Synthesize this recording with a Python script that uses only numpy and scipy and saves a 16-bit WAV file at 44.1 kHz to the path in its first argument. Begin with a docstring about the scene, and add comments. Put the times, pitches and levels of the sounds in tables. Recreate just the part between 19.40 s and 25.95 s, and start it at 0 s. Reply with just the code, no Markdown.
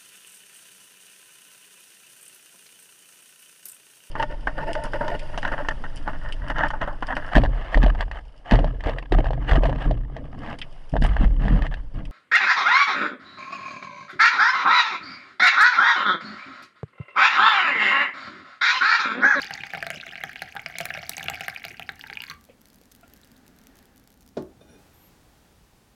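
"""Tea runs from a glass pot into a glass mug on a table in a quiet kitchen, and ends in single drips.
Air bubbles ring as fading tones, over shaped noise for the wash and a hum of air in the mug.
From partway through the pour the froth ticks (tiny noise bursts); tea sloshes back (low bubbles, noise).
A soft rustle is heard, then the pot knocks and slides on the table, ringing it; a high squeak follows.
Rumble, a faint drone and hiss lie below, and fading echoes add the kitchen."""
import sys
import numpy as np
from scipy import signal
from scipy.fft import rfft, irfft
from scipy.io import wavfile

SR = 44100
rng = np.random.default_rng(int(sys.argv[2]) if len(sys.argv) > 2 else 0)


def transcribe(u):
    """Save the signal u as a 16-bit wav file named by the first command-line argument.

    u: samples, shape (n,) or (channels, n), limited to [-1, 1]; the rate is SR.
    q: integer samples, one column per channel.
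    """
    v = np.clip(np.atleast_2d(u).T, -1, 1)
    q = np.round(v * 32767).astype(np.int16)
    wavfile.write(sys.argv[1], SR, q)


N = 288836
TIME = np.arange(N) / SR  # seconds

# Table levels are relative: the functions add their own trims. t60 is the time to fade by 60 dB.
# Clearest bubbles and drips of the pour, with two faint late pings after it:
# t/s, bubble level/dB, f/Hz, t60/s, plop level/dB, impact click level/dB
DROPS = [(.0173, -21, 4460, 0.021, -38, -27), (.0302, -20.5, 2840, .011, -45, -54),
         (.045, -21, 3830, 0.0028, -45, -32), (.1078, -16.5, 1880, 0.0098, -24.5, -32),
         (.1377, -15.5, 4520, .0035, -44, -44), (.2358, -14, 1920, 0.0034, -34.5, -53),
         (.2682, -25, 1760, 0.011, -48, -37), (.3354, -14, 1790, .007, -24, -34),
         (.3494, -13.5, 2200, 0.0024, -24, -43), (.3729, -36, 1930, .01, -26, -38.5),
         (.4265, -10.5, 1820, 0.0057, -25, -27), (.4667, -14, 2050, 0.0037, -24, -24.5),
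         (.5033, -11.5, 2030, 0.0043, -25.5, -22), (.5465, -24, 2200, 0.0046, -34.5, -36.5),
         (.6125, -20.5, 3570, 0.0024, -66, -62), (.6669, -24.5, 2030, 0.014, -36.5, -45),
         (.6909, -24, 2620, 0.0057, -60, -65), (.7333, -26, 1830, 0.02, -40, -48),
         (.756, -15.5, 2296, 0.002, -42, -56), (.811, -23, 2060, 0.017, -40, -60),
         (.8369, -11.5, 1810, 0.0068, -23.5, -29.5), (.9585, -17.5, 2370, 0.0025, -39, -60),
         (1.0196, -12.5, 2000, 0.004, -24, -29), (1.1521, -32, 1810, 0.0027, -29, -33),
         (1.1647, -14, 1630, 0.0027, -25.5, -55), (1.1945, -19, 2204, 0.0062, -42, -60),
         (1.261, -11.5, 2150, 0.0034, -29.5, -39), (1.354, -22.5, 1960, 0.021, -35, -58),
         (1.3847, -17, 2130, .0087, -36, -17), (1.4037, -11.5, 2130, 0.0025, -21.5, -33),
         (1.4094, -26, 2180, .015, -25.5, -23), (1.4546, -18.5, 2300, 0.0086, -29.5, -18),
         (1.5043, -11.5, 1800, 0.0065, -29.5, -56), (1.539, -19, 2550, 0.012, -39.5, -54),
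         (1.5491, -15, 2000, 0.0028, -28.5, -47), (1.5746, -18, 2130, 0.0046, -27.5, -38),
         (1.6292, -22, 2800, 0.0027, -31, -57), (1.694, -17.5, 4130, .0055, -30.5, -11),
         (1.768, -17, 6350, 0.0026, -45, -62), (1.7802, -19, 2360, 0.0058, -28.5, -25.5),
         (1.8286, -19, 3100, 0.0025, -37, -33), (1.8411, -40, 2780, .005, -31.5, -27.5),
         (1.8838, -6, 2587, 0.0033, -24.5, -46), (1.8989, -28, 2900, .0096, -23.5, -19),
         (1.9369, -21.5, 2535, 0.01, -31, -60), (2.008, -14, 2340, 0.004, -27.5, -28),
         (2.0447, -24, 2033, 0.0033, -39, -44), (2.082, -7.5, 1792, .003, -26, -25.5),
         (2.1616, -17, 2400, 0.01, -59, -62), (2.2411, -16, 2178, 0.0026, -44, -59),
         (2.2506, -17, 2666, 0.0026, -29.5, -26.5), (2.396, -17.5, 2810, 0.0026, -28, -32),
         (2.4232, -21.5, 2460, 0.011, -62, -49), (2.4911, -11, 1870, 0.0039, -31.5, -46),
         (2.611, -21.5, 3050, 0.0032, -57, -52), (2.6389, -23, 1900, 0.0084, -37, -60),
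         (2.6997, -18, 1965, 0.0025, -35, -55), (2.7285, -17.5, 2030, 0.004, -43, -67),
         (2.7539, -28, 2770, 0.0088, -45, -66), (2.7718, -15, 2480, 0.0087, -40, -61),
         (2.8034, -20, 2770, 0.012, -40.5, -59), (2.8197, -19.5, 2530, .003, -46, -29.5),
         (2.8375, -18, 2180, 0.0024, -62, -35), (2.8988, -20, 4170, 0.0072, -35, -31.5),
         (2.9119, -18.5, 2030, 0.0025, -31.5, -36), (3.834, -40.5, 3700, 0.0076, -71, -70),
         (3.962, -50, 3600, 0.015, -75, -66)]
# Strength of the stream's steady splashing: t/s, level/dB
STREAM = [(0.0, -35.5), (0.38, -43.5), (0.48, -45), (0.83, -45), (0.99, -45.5), (1.23, -52.5), (1.42, -43),
          (1.73, -43), (2.04, -39.5), (2.21, -47), (2.5, -52), (2.63, -51.5), (2.77, -51.5), (3.0, -46)]
# Pitch of the air above the tea, which ends higher as the mug fills: t/s, f/Hz
MUG_AIR_PITCH = [(0, 814), (.2, 801), (.4, 685), (1.0, 752), (1.5, 711.4), (2.0, 740), (2.5, 775),
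                 (2.75, 887), (2.9, 1105)]
# How strong small bubbles of each pitch are: f/Hz, level/dB
SMALL_BUBBLE_COLOUR = [(1300, -2), (1550, 1), (2200, 6.5), (3000, -3.5), (3700, -6), (4500, 9.5),
                       (5500, -1), (6500, 4.5)]
# Colour of the rushing water noise: f/Hz, level/dB
WASH_COLOUR = [(50, -1), (80, -2), (110, -11), (168, 19), (220, -4), (330, 7.5), (450, 2), (650, -11),
               (790, -11), (920, -26), (1100, -31), (1400, -30), (1600, -6.5), (2400, 13), (3500, -2),
               (4500, -18), (7000, -15), (12000, -33)]
# Colour of the impact and froth clicks: f/Hz, level/dB
CLICK_COLOUR = [(1000, -2), (2500, 6.5), (6500, 10), (8300, 4.5), (10000, 10), (11000, 7), (12500, 13),
                (15000, 4.5), (17000, 1)]
# Treble of the impact clicks: very dull at first, brighter by 0.9 s, then varying: t/s, level/dB
CLICK_TREBLE = [(0, -39), (.9, 5), (1.3, -9), (1.7, -0.5), (3.0, -1)]
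# Sideways resonances of the air in the mug: f/Hz, width/Hz, level/dB
MUG_MODES = [(1130, 44, -44), (1536, 47, -18), (1540, 49, 2.5), (1738, 88, -17.5), (2177, 37, -11),
             (2520, 68, -19), (2755, 190, -18.5), (4510, 840, -21.5)]
# Resonances of the mug on its coaster: f/Hz, level/dB, t60/s
BASE_MODES = [(83.6, -21.5, 0.35), (113.7, -22, 0.24), (167, -10.5, 0.14), (254, -25, 0.16),
              (333, -22, 0.023), (416, -28, 0.039), (498, -10, 0.031)]
# Tones of the mug after the last drip: f/Hz, level/dB, t60/s
LAST_RING = [(1165, -43, .2), (1240, -42, .19), (1414, -43, .1), (4560, -49, .17)]
# Clearest froth bubbles bursting: t/s, level/dB
TICKS = [(3.2155, -37), (3.256, -37), (3.3016, -40), (3.3446, -39), (3.519, -34), (3.55, -33.5),
         (3.7363, -33), (4.0791, -35), (4.2698, -32.5), (4.3558, -40), (4.4552, -41.5), (4.8224, -44.5),
         (4.8904, -49), (5.0236, -40)]
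# Tea running back from the spout into the pot: t/s, level/dB, f/Hz, t60/s
GULPS = [(2.715, -47, 415, 0.07), (3.089, -47.5, 625, 0.029), (3.097, -42.5, 507, 0.074),
         (3.413, -50, 500, 0.033), (3.63, -48.5, 690, 0.053), (3.632, -49.5, 1390, 0.061)]
# The pot meets the table: t/s, level/dB, contact brightness f/Hz
KNOCKS = [(4.9689, -18.5, 3000), (4.993, -52, 500), (5.012, -35, 450), (5.21, -46, 2500)]
# Resonances of the table top with the glass pot on it: f/Hz, level/dB, t60/s
TABLE_MODES = [(75, -31.5, 0.55), (150, -16.5, 0.12), (186.3, -14, 0.09), (239, -10, 0.13),
               (289, -14.5, 0.23), (326, -14.5, 0.22), (369.5, -14.5, 0.19), (397, -3.5, 0.099),
               (504, 1, 0.022), (587, -4.5, 0.054), (663, -9.5, 0.062), (863, -21, 0.16), (1157, -36, 0.3),
               (1467, -29, 0.093)]
# Higher, glassy resonances of pot and table: f/Hz, level/dB, t60/s
GLASS_MODES = [(1500, 8, 0.029), (2450, 0, 0.058), (2940, -7, 0.083), (3610, 2, 0.086), (4160, -8, 0.082),
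               (5680, 1.5, 0.073), (7000, -12, .09), (9700, -2, 0.056)]
# Colour of the crunch of the landing: f/Hz, level/dB
CRUNCH_COLOUR = [(300, -6), (700, 4), (1100, 1), (1500, -3.5), (2200, -16.5), (4000, -11.5), (5500, -13),
                 (8000, -22), (14000, -35)]
# The pot slides on its base: t/s, friction level/dB
SLIDE = [(5.19, -89), (5.21, -59.5), (5.255, -73.5), (5.295, -59.5), (5.362, -59.5), (5.385, -96)]
# A faint high squeak: t/s, f/Hz, level/dB
SQUEAK = [(5.52, 12600, -99), (5.54, 12770, -64), (5.556, 12946, -67), (5.586, 13045, -66),
          (5.666, 12867, -60), (5.7, 12700, -76), (5.72, 12600, -85)]
# Loudness of the rustle as the pot is carried across: t/s, level/dB
CARRY = [(3.5, -71), (3.72, -62.5), (4.1, -64), (4.4, -61.5), (4.65, -68), (4.9, -82)]
# Colour of that rustle: f/Hz, level/dB
RUSTLE_COLOUR = [(500, 1), (1100, -6.5), (1700, 0.5), (2400, -9), (4500, -12), (9000, -20)]
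# Loudness of the low room rumble: t/s, level/dB
RUMBLE_LEVEL = [(0, -64.5), (3.0, -61.5), (4.8, -61), (5.35, -56), (5.9, -58.5), (6.55, -60.5)]
# Colour of the rumble: f/Hz, level/dB
RUMBLE_COLOUR = [(12, -39), (20, 2), (54, 9), (124, 3), (178, 2.5), (677, -8), (826, -5), (990, -15),
                 (1500, -11.5), (1950, -31), (3300, -120)]
# Loudness of the soft hiss: t/s, level/dB
HISS_LEVEL = [(0, -68), (3.5, -67), (4.5, -70.5), (5.37, -65.5), (5.39, -62), (6.55, -65.5)]
# Colour of the hiss: f/Hz, level/dB
HISS_COLOUR = [(590, -10), (1000, 1), (1400, -6), (1690, -2), (1870, -1), (2030, -2.5), (5070, -6.5),
               (8070, -9), (16000, -13)]
# Colour of the faint drone: f/Hz, level/dB
DRONE_COLOUR = [(130, -22), (190, -3), (270, 0), (330, -16.5), (450, -25), (1000, -72), (4000, -80)]
# Strength of the kitchen echoes: f/Hz, level/dB
ROOM_COLOUR = [(100, 4), (400, -5.5), (800, -8.5), (2000, -11), (4000, -19), (8000, -15), (14000, -16)]
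# How long the kitchen echoes last: f/Hz, t60/s
ROOM_T60 = [(100, 0.18), (700, .28), (2000, 0.29), (6000, 0.2), (14000, 0.27)]

# The pot is tilted back: full flow thins to a trickle and stops
THIN_START_S, THINNING_S, TRICKLE_SHARE, POUR_END_S = 2.3, 0.19, 0.29, 2.95
# Weak bubbles lie nearer the surface and rise faster in pitch:
# the rate at RISE_AT_DB doubles for every RISE_DOUBLING_DB below it
RISE_OCTAVES_PER_S, RISE_AT_DB, RISE_DOUBLING_DB = 14, -20, 8


def pour(swarm_db=-7.0, wash_db=-16.5, hum_db=-15.0, flutter_db=8.5):
    """Bubbles, wash and hum under a fluttering stream, coloured by the hollow of the mug."""
    hollow_db, bounce_s = 4.5, 0.0017
    stream_db, = in_time(STREAM)
    flutter = flutter_db * rms_one(band(rng.standard_normal(N), hz=34.4, kind="low"))
    rush = from_db(wash_db + flutter) * noise(WASH_COLOUR)
    hum = from_db(hum_db) * mug_air()
    wash = (TIME < POUR_END_S) * (rush + hum)
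    splashing = from_db(swarm_db) * small_bubbles() + wash
    water = from_db(stream_db + lull_db(TIME)) * splashing + large_bubbles()
    hollow = sum(from_db(db) * resonance(water, hz, width) for hz, width, db in MUG_MODES)
    # the hollow answers a moment after each splash
    late_hollow = np.interp(TIME - bounce_s, TIME, hollow, left=0)
    return water + from_db(hollow_db) * late_hollow


def large_bubbles(bubble_db=-4.0, plop_db=-4.5, thud_db=-8.5, click_db=1.5, lowest_hz=1250, treble_hz=9000):
    """Each pocket rings, sheds a smaller bubble, puffs the air in the mug and thuds through its base."""
    plop_t60, plop_spread = 0.032, 0.06
    shed_s, shed_db, shed_ratio = 0.003, -9, 1.458  # typical delay, relative level, typical pitch ratio
    rings, plops, pushes = np.zeros((3, N))
    drops = list(DROPS) + middling_bubbles()
    variations = rng.standard_normal((len(drops), 5))
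    for (s, db, hz, t60, puff_db, _), (detune, lag, size, sense, depth) in zip(drops, variations):
        t60 = max(t60, 0.003)
        doublings = min((RISE_AT_DB - db) / RISE_DOUBLING_DB - depth, 2)
        rise = RISE_OCTAVES_PER_S * 2 ** doublings
        add(rings, s, from_db(db + bubble_db) * bubble(hz, t60, rise, attack_s=0.00027))
        shed = bubble(hz * shed_ratio * np.exp(0.25 * size), t60, 2 * rise, attack_s=0.00027)
        add(rings, s + shed_s * np.exp(0.67 * lag), from_db(db + bubble_db + shed_db) * shed)
        air_hz = np.interp(s, *np.transpose(MUG_AIR_PITCH)) * np.exp(plop_spread * detune)
        add(plops, s, from_db(puff_db + plop_db) * bubble(air_hz, plop_t60, 0, attack_s=0.00072))
        # the push on the water is a single-sample kick, up or down at random
        add(pushes, s, np.sign(sense) * from_db([puff_db + thud_db]))
    impacts = clicks([(row[0], row[-1] + click_db) for row in drops], t60=0.0043)
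    dull = band(impacts, treble_hz, "low", order=1)
    impacts = dull + from_db(in_time(CLICK_TREBLE)[0]) * (impacts - dull)
    bright_rings = band(rings, lowest_hz, "high", order=4)
    return bright_rings + plops + splats(pushes) + mug_thuds(pushes) + impacts


def middling_bubbles(spread_db=2.5, pitch_spread=0.17, t60_spread=0.26, puff_spread_db=7.5, follows=0.57):
    """The stream breaks into beads at a loose pace; a stronger one traps louder bubbles. Rows as in DROPS."""
    per_s = 48  # about this many at full flow
    typical_db, typical_hz, typical_t60, plop_db, click_db = -27, 2118, 0.012, -50.5, -50
    count = int(per_s * STREAM[-1][0])
    times, levels = np.transpose(STREAM)
    timing = rng.random((count, 2))
    variations = rng.standard_normal((count, 5)).clip(-2, 2)
    rows = []
    for k, ((slip, luck), (loud, size, life, puff, crack)) in enumerate(zip(timing, variations)):
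        s = (k + slip) / count * POUR_END_S
        stream_push_db = follows * (np.interp(s, times, levels) - np.median(levels))
        push_db = stream_push_db + spread_db * loud + lull_db(s)
        if luck < flow_at(s):
            hz = typical_hz * np.exp(pitch_spread * size)
            t60 = typical_t60 * np.exp(t60_spread * life)
            puff_db = plop_db + push_db + puff_spread_db * puff
            crack_db = click_db + push_db + puff_spread_db * crack
            rows.append((s, typical_db + push_db, hz, t60, puff_db, crack_db))
    return rows


def small_bubbles(cycles=17, rise=45):
    """A swarm of small, short-lived bubbles; in a thin flow they come fewer and stand out; rms 1 in the pour."""
    per_s, spread_db = 600, 4.0  # about this many at full flow
    out = np.zeros(N)
    low, high = SMALL_BUBBLE_COLOUR[0][0], SMALL_BUBBLE_COLOUR[-1][0]
    for when, size, strength, depth, luck in rng.random((int(per_s * STREAM[-1][0]), 5)):
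        s = when * POUR_END_S
        if luck < flow_at(s):
            hz = low * (high / low) ** size
            db = at_hz(SMALL_BUBBLE_COLOUR, hz) + spread_db * min(-np.log(strength), 3)
            gain = from_db(db) / np.sqrt(flow_at(s))
            t60 = cycles / hz * (0.5 + depth)
            add(out, s, gain * bubble(hz, t60, 2 * rise * depth ** 2, attack_s=0.00053))
    return out / np.sqrt(np.mean(out[:int(POUR_END_S * SR)] ** 2))


def mug_air(width_hz=45):
    """The stream keeps the air column of the mug humming in a narrow, moving band; rms 1."""
    phase = 2 * np.pi * np.cumsum(in_time(MUG_AIR_PITCH)[0]) / SR
    a, b = band(rng.standard_normal((2, N)), width_hz, "low")
    return rms_one(a * np.cos(phase) + b * np.sin(phase))


def splats(pushes, splat_db=-5.0, splat_hz=1380, width_hz=350, splat_t60=0.032):
    """Water slaps shut over each pocket with a short burst of mid-range noise."""
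    burst = signal.lfilter([1], [1, -fade(1 / SR, splat_t60)], np.abs(pushes) + 1e-18)
    narrow = resonance(rng.standard_normal(N), splat_hz, width_hz)
    slap_noise = resonance(narrow, splat_hz, 2 * width_hz)
    return from_db(splat_db) * burst * rms_one(slap_noise)


def mug_thuds(pushes):
    """Pushes pass through the mug's base; it presses harder as it fills, so the deepest thuds grow."""
    deep_hz, deep_start_db, deep_db_per_s = 129, -7.5, 5.0
    weight = from_db(deep_start_db + deep_db_per_s * np.minimum(TIME, THIN_START_S))
    deep = body(pushes * weight, [mode for mode in BASE_MODES if mode[0] < deep_hz])
    upper = body(pushes, [mode for mode in BASE_MODES if mode[0] >= deep_hz])
    return band(deep + upper, hz=59.5, kind="high")


def flow_at(s):
    """Share of the full flow at a time: full at first, then thinning to a trickle."""
    return np.interp(s, [THIN_START_S, THIN_START_S + THINNING_S], [1, TRICKLE_SHARE])


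def lull_db(s):
    """Before a large pocket closes, the stream runs smoothly into its cavity and the splashing lulls."""
    lull_s, deepest_db, large_above_db = 0.032, -6.5, -18
    starts = np.sort([row[0] for row in DROPS if row[1] > large_above_db] + [np.inf])
    wait = starts[np.searchsorted(starts, s)] - s
    return deepest_db * np.exp(-(wait / lull_s) ** 2)


def last_drip(drip_s=2.899):
    """With the surface calm again, the mug rings on after the last drip."""
    return body(signal.unit_impulse(N, int(drip_s * SR)), LAST_RING)


def froth(faint_db=-46.5, spread_db=3.0, fade_db_per_s=0.37, tick_db=-3.5):
    """Once froth has built up, it bursts in a few clear ticks and many faint ones that slowly weaken."""
    per_s, first_s, last_s = 34, 1.2, 4.95
    draws = rng.random((int(per_s * (last_s - first_s)), 2)) * [last_s - first_s, 1]
    faint = []
    for age, size in draws:
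        db = faint_db - fade_db_per_s * age + spread_db * min(-np.log(size), 2)
        faint.append((first_s + age, db))
    clear = [(s, db + tick_db) for s, db in TICKS]
    return clicks(clear + faint, t60=0.0044, attack_s=0.0009)


def slosh(splash_db=-16.5, splash_t60=0.13):
    """Tea running back from the spout gulps in the pot, each gulp with a little splash."""
    gulps, splash = np.zeros((2, N))
    for s, db, hz, t60 in GULPS:
        add(gulps, s, from_db(db) * bubble(hz, t60, rise=0.069, attack_s=0.00073))
        add(splash, s, from_db(db + splash_db) * fade(TIME[:SR // 4], splash_t60))
    return gulps + splash * noise(WASH_COLOUR)


def teapot(glass_db=-32.0, crunch_db=-18.0, crunch_t60=0.14, rub_table_db=-19.0, rub_glass_db=-30.5):
    """The pot lands, rocks and slides; blows and friction ring the table and the glass."""
    blows, crunch = np.zeros((2, N))
    t = TIME[:SR // 6]
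    for s, db, contact_hz in KNOCKS:
        add(blows, s, from_db(db) * band(signal.unit_impulse(len(t)), contact_hz, "low"))
        shape = fade(t, crunch_t60) * (1 - np.exp(-t / 0.0011))
        grit = band(noise(CRUNCH_COLOUR, size=len(t)), 2 * contact_hz, "low", order=1)
        add(crunch, s, from_db(db + crunch_db) * shape * grit)
    sliding = (TIME > SLIDE[0][0]) & (TIME < SLIDE[-1][0])
    friction = rng.standard_normal(N) * from_db(in_time(SLIDE)[0]) * sliding
    table = body(blows + from_db(rub_table_db) * friction, TABLE_MODES)
    glass = body(from_db(glass_db) * blows + from_db(rub_glass_db) * friction, GLASS_MODES)
    return table + glass + crunch


def squeak():
    """A thin, very high arching whistle: one sine with a slight random waver in pitch."""
    hz, db = in_time(SQUEAK)
    waver = 1 + 0.0031 * rms_one(band(rng.standard_normal(N), hz=150, kind="low"))
    sounding = (TIME > SQUEAK[0][0]) & (TIME < SQUEAK[-1][0])
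    whistle = np.sqrt(2) * np.sin(2 * np.pi * np.cumsum(hz * waver) / SR)  # rms 1
    return sounding * from_db(db) * whistle


def rustle():
    """A sleeve brushes softly while the pot is carried: coloured noise that swells and fades."""
    return from_db(in_time(CARRY)[0]) * noise(RUSTLE_COLOUR)


def ambience():
    """Low room rumble, a soft hiss and a faint drone that swells briefly and nearly vanishes at the end."""
    steady_db, swell_db, swell_s, swell_width_s = -63.5, 5.5, 4.12, 0.16
    drop_s, drop_db = 5.38, -25
    swell = swell_db * np.exp(-((TIME - swell_s) / swell_width_s) ** 2)
    drone_db = steady_db + swell + drop_db * (TIME > drop_s)
    rumble = from_db(in_time(RUMBLE_LEVEL)[0]) * noise(RUMBLE_COLOUR)
    hiss = from_db(in_time(HISS_LEVEL)[0]) * noise(HISS_COLOUR)
    return rumble + hiss + from_db(drone_db) * noise(DRONE_COLOUR)


def kitchen(x, first_echo_s=0.0034):
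    """Diffuse reflections: noise that dies away at its own pace in each of eight pitch bands."""
    t, tail = TIME[:SR // 2], 0
    edges = np.geomspace(60, 17000, 9)
    for low, high in zip(edges, edges[1:]):
        hz = np.sqrt(low * high)
        shape = fade(t, at_hz(ROOM_T60, hz)) * (t > first_echo_s)
        echoes = rng.standard_normal(len(t)) * shape / np.sqrt(np.sum(shape ** 2))
        tail = tail + from_db(at_hz(ROOM_COLOUR, hz)) * band(echoes, [low, high], "band")
    return signal.fftconvolve(x, tail)[:N]


def bubble(hz, t60, rise, attack_s):
    """A pocket of air rings as a fading sine, its pitch rising by `rise` octaves/s near the surface."""
    t = TIME[:int(1.3 * t60 * SR) + 40]
    pitch = hz * 2 ** np.minimum(rise * t, 1)  # at most one octave up
    shape = fade(t, t60) * (1 - np.exp(-t / attack_s))
    return shape / shape.max() * np.sin(2 * np.pi * np.cumsum(pitch) / SR)


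def clicks(rows, t60, attack_s=0.00087):
    """Very short bright cracks of noise from rows of (t/s, peak level/dB)."""
    out, t = np.zeros(N), TIME[:512]
    shape = fade(t, t60) * (1 - np.exp(-t / attack_s))
    for s, db in rows:
        crack = noise(CLICK_COLOUR, size=len(t)) * shape
        add(out, s, from_db(db) * crack / np.abs(crack).max())
    return out


def body(force, modes):
    """A solid rings in its modes, neighbours in opposite sense."""
    return sum((-1) ** k * from_db(db) * ring(force, hz, t60) for k, (hz, db, t60) in enumerate(modes))


def ring(force, hz, t60):
    """A unit click sets a fading sine ringing, starting from zero."""
    r, w = fade(1 / SR, t60), 2 * np.pi * hz / SR
    return signal.lfilter([0, np.sin(w)], [1, -2 * r * np.cos(w), r * r], force + 1e-18)


def resonance(x, hz, width_hz):
    """A hollow favours one pitch: band-pass with gain about 1 at its peak."""
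    r = np.exp(-np.pi * width_hz / SR)
    top = np.array([1, 0, -1]) * (1 - r * r) / 2
    return signal.lfilter(top, [1, -2 * r * np.cos(2 * np.pi * hz / SR), r * r], x + 1e-18)


def noise(spectrum, size=N):
    """Noise of a given colour, rms 1."""
    gains = from_db(at_hz(spectrum, np.fft.rfftfreq(size, 1 / SR)))
    return rms_one(irfft(rfft(rng.standard_normal(size)) * gains, size))


def band(x, hz, kind, order=2):
    """Butterworth filter; the tiny offset avoids slow arithmetic on near-silence."""
    sos = signal.butter(order, np.minimum(hz, SR / 2 - 1), kind, fs=SR, output="sos")
    return signal.sosfilt(sos, x + 1e-18)


def fade(t, t60):
    """Exponential decay, 60 dB down after t60 seconds."""
    return np.exp(-np.log(1000) * t / t60)


def from_db(db):
    """Decibels to gain."""
    return 10 ** (np.asarray(db) / 20)


def rms_one(x):
    """Scale to unit rms (average strength 1)."""
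    return x / np.sqrt(np.mean(x ** 2) + 1e-20)


def in_time(rows):
    """Each column of a curve at every sample."""
    s, *columns = np.transpose(rows)
    return [np.interp(TIME, s, c) for c in columns]


def at_hz(points, hz):
    """Read a spectrum on a log-frequency axis."""
    points = np.array(points)
    return np.interp(np.log(np.maximum(hz, 1)), np.log(points[:, 0]), points[:, 1])


def add(out, s, sound):
    """Mix a short sound in at a time in seconds."""
    i = int(np.clip(round(s * SR), 0, N - 1))
    out[i:i + len(sound)] += sound[:N - i]


def scene():
    """All sources on the table with their kitchen echoes, over the quiet room."""
    room_tone = ambience()
    direct = teapot() + squeak() + rustle() + slosh() + froth() + last_drip() + pour()
    return (direct + kitchen(direct) + room_tone)[None]


def record(dry, cutoff_hz=16500):
    """The very top of the treble is cut steeply."""
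    return signal.sosfilt(signal.ellip(10, 0.1, 80, cutoff_hz, fs=SR, output="sos"), dry)


dry = scene()
out = record(dry)
transcribe(out)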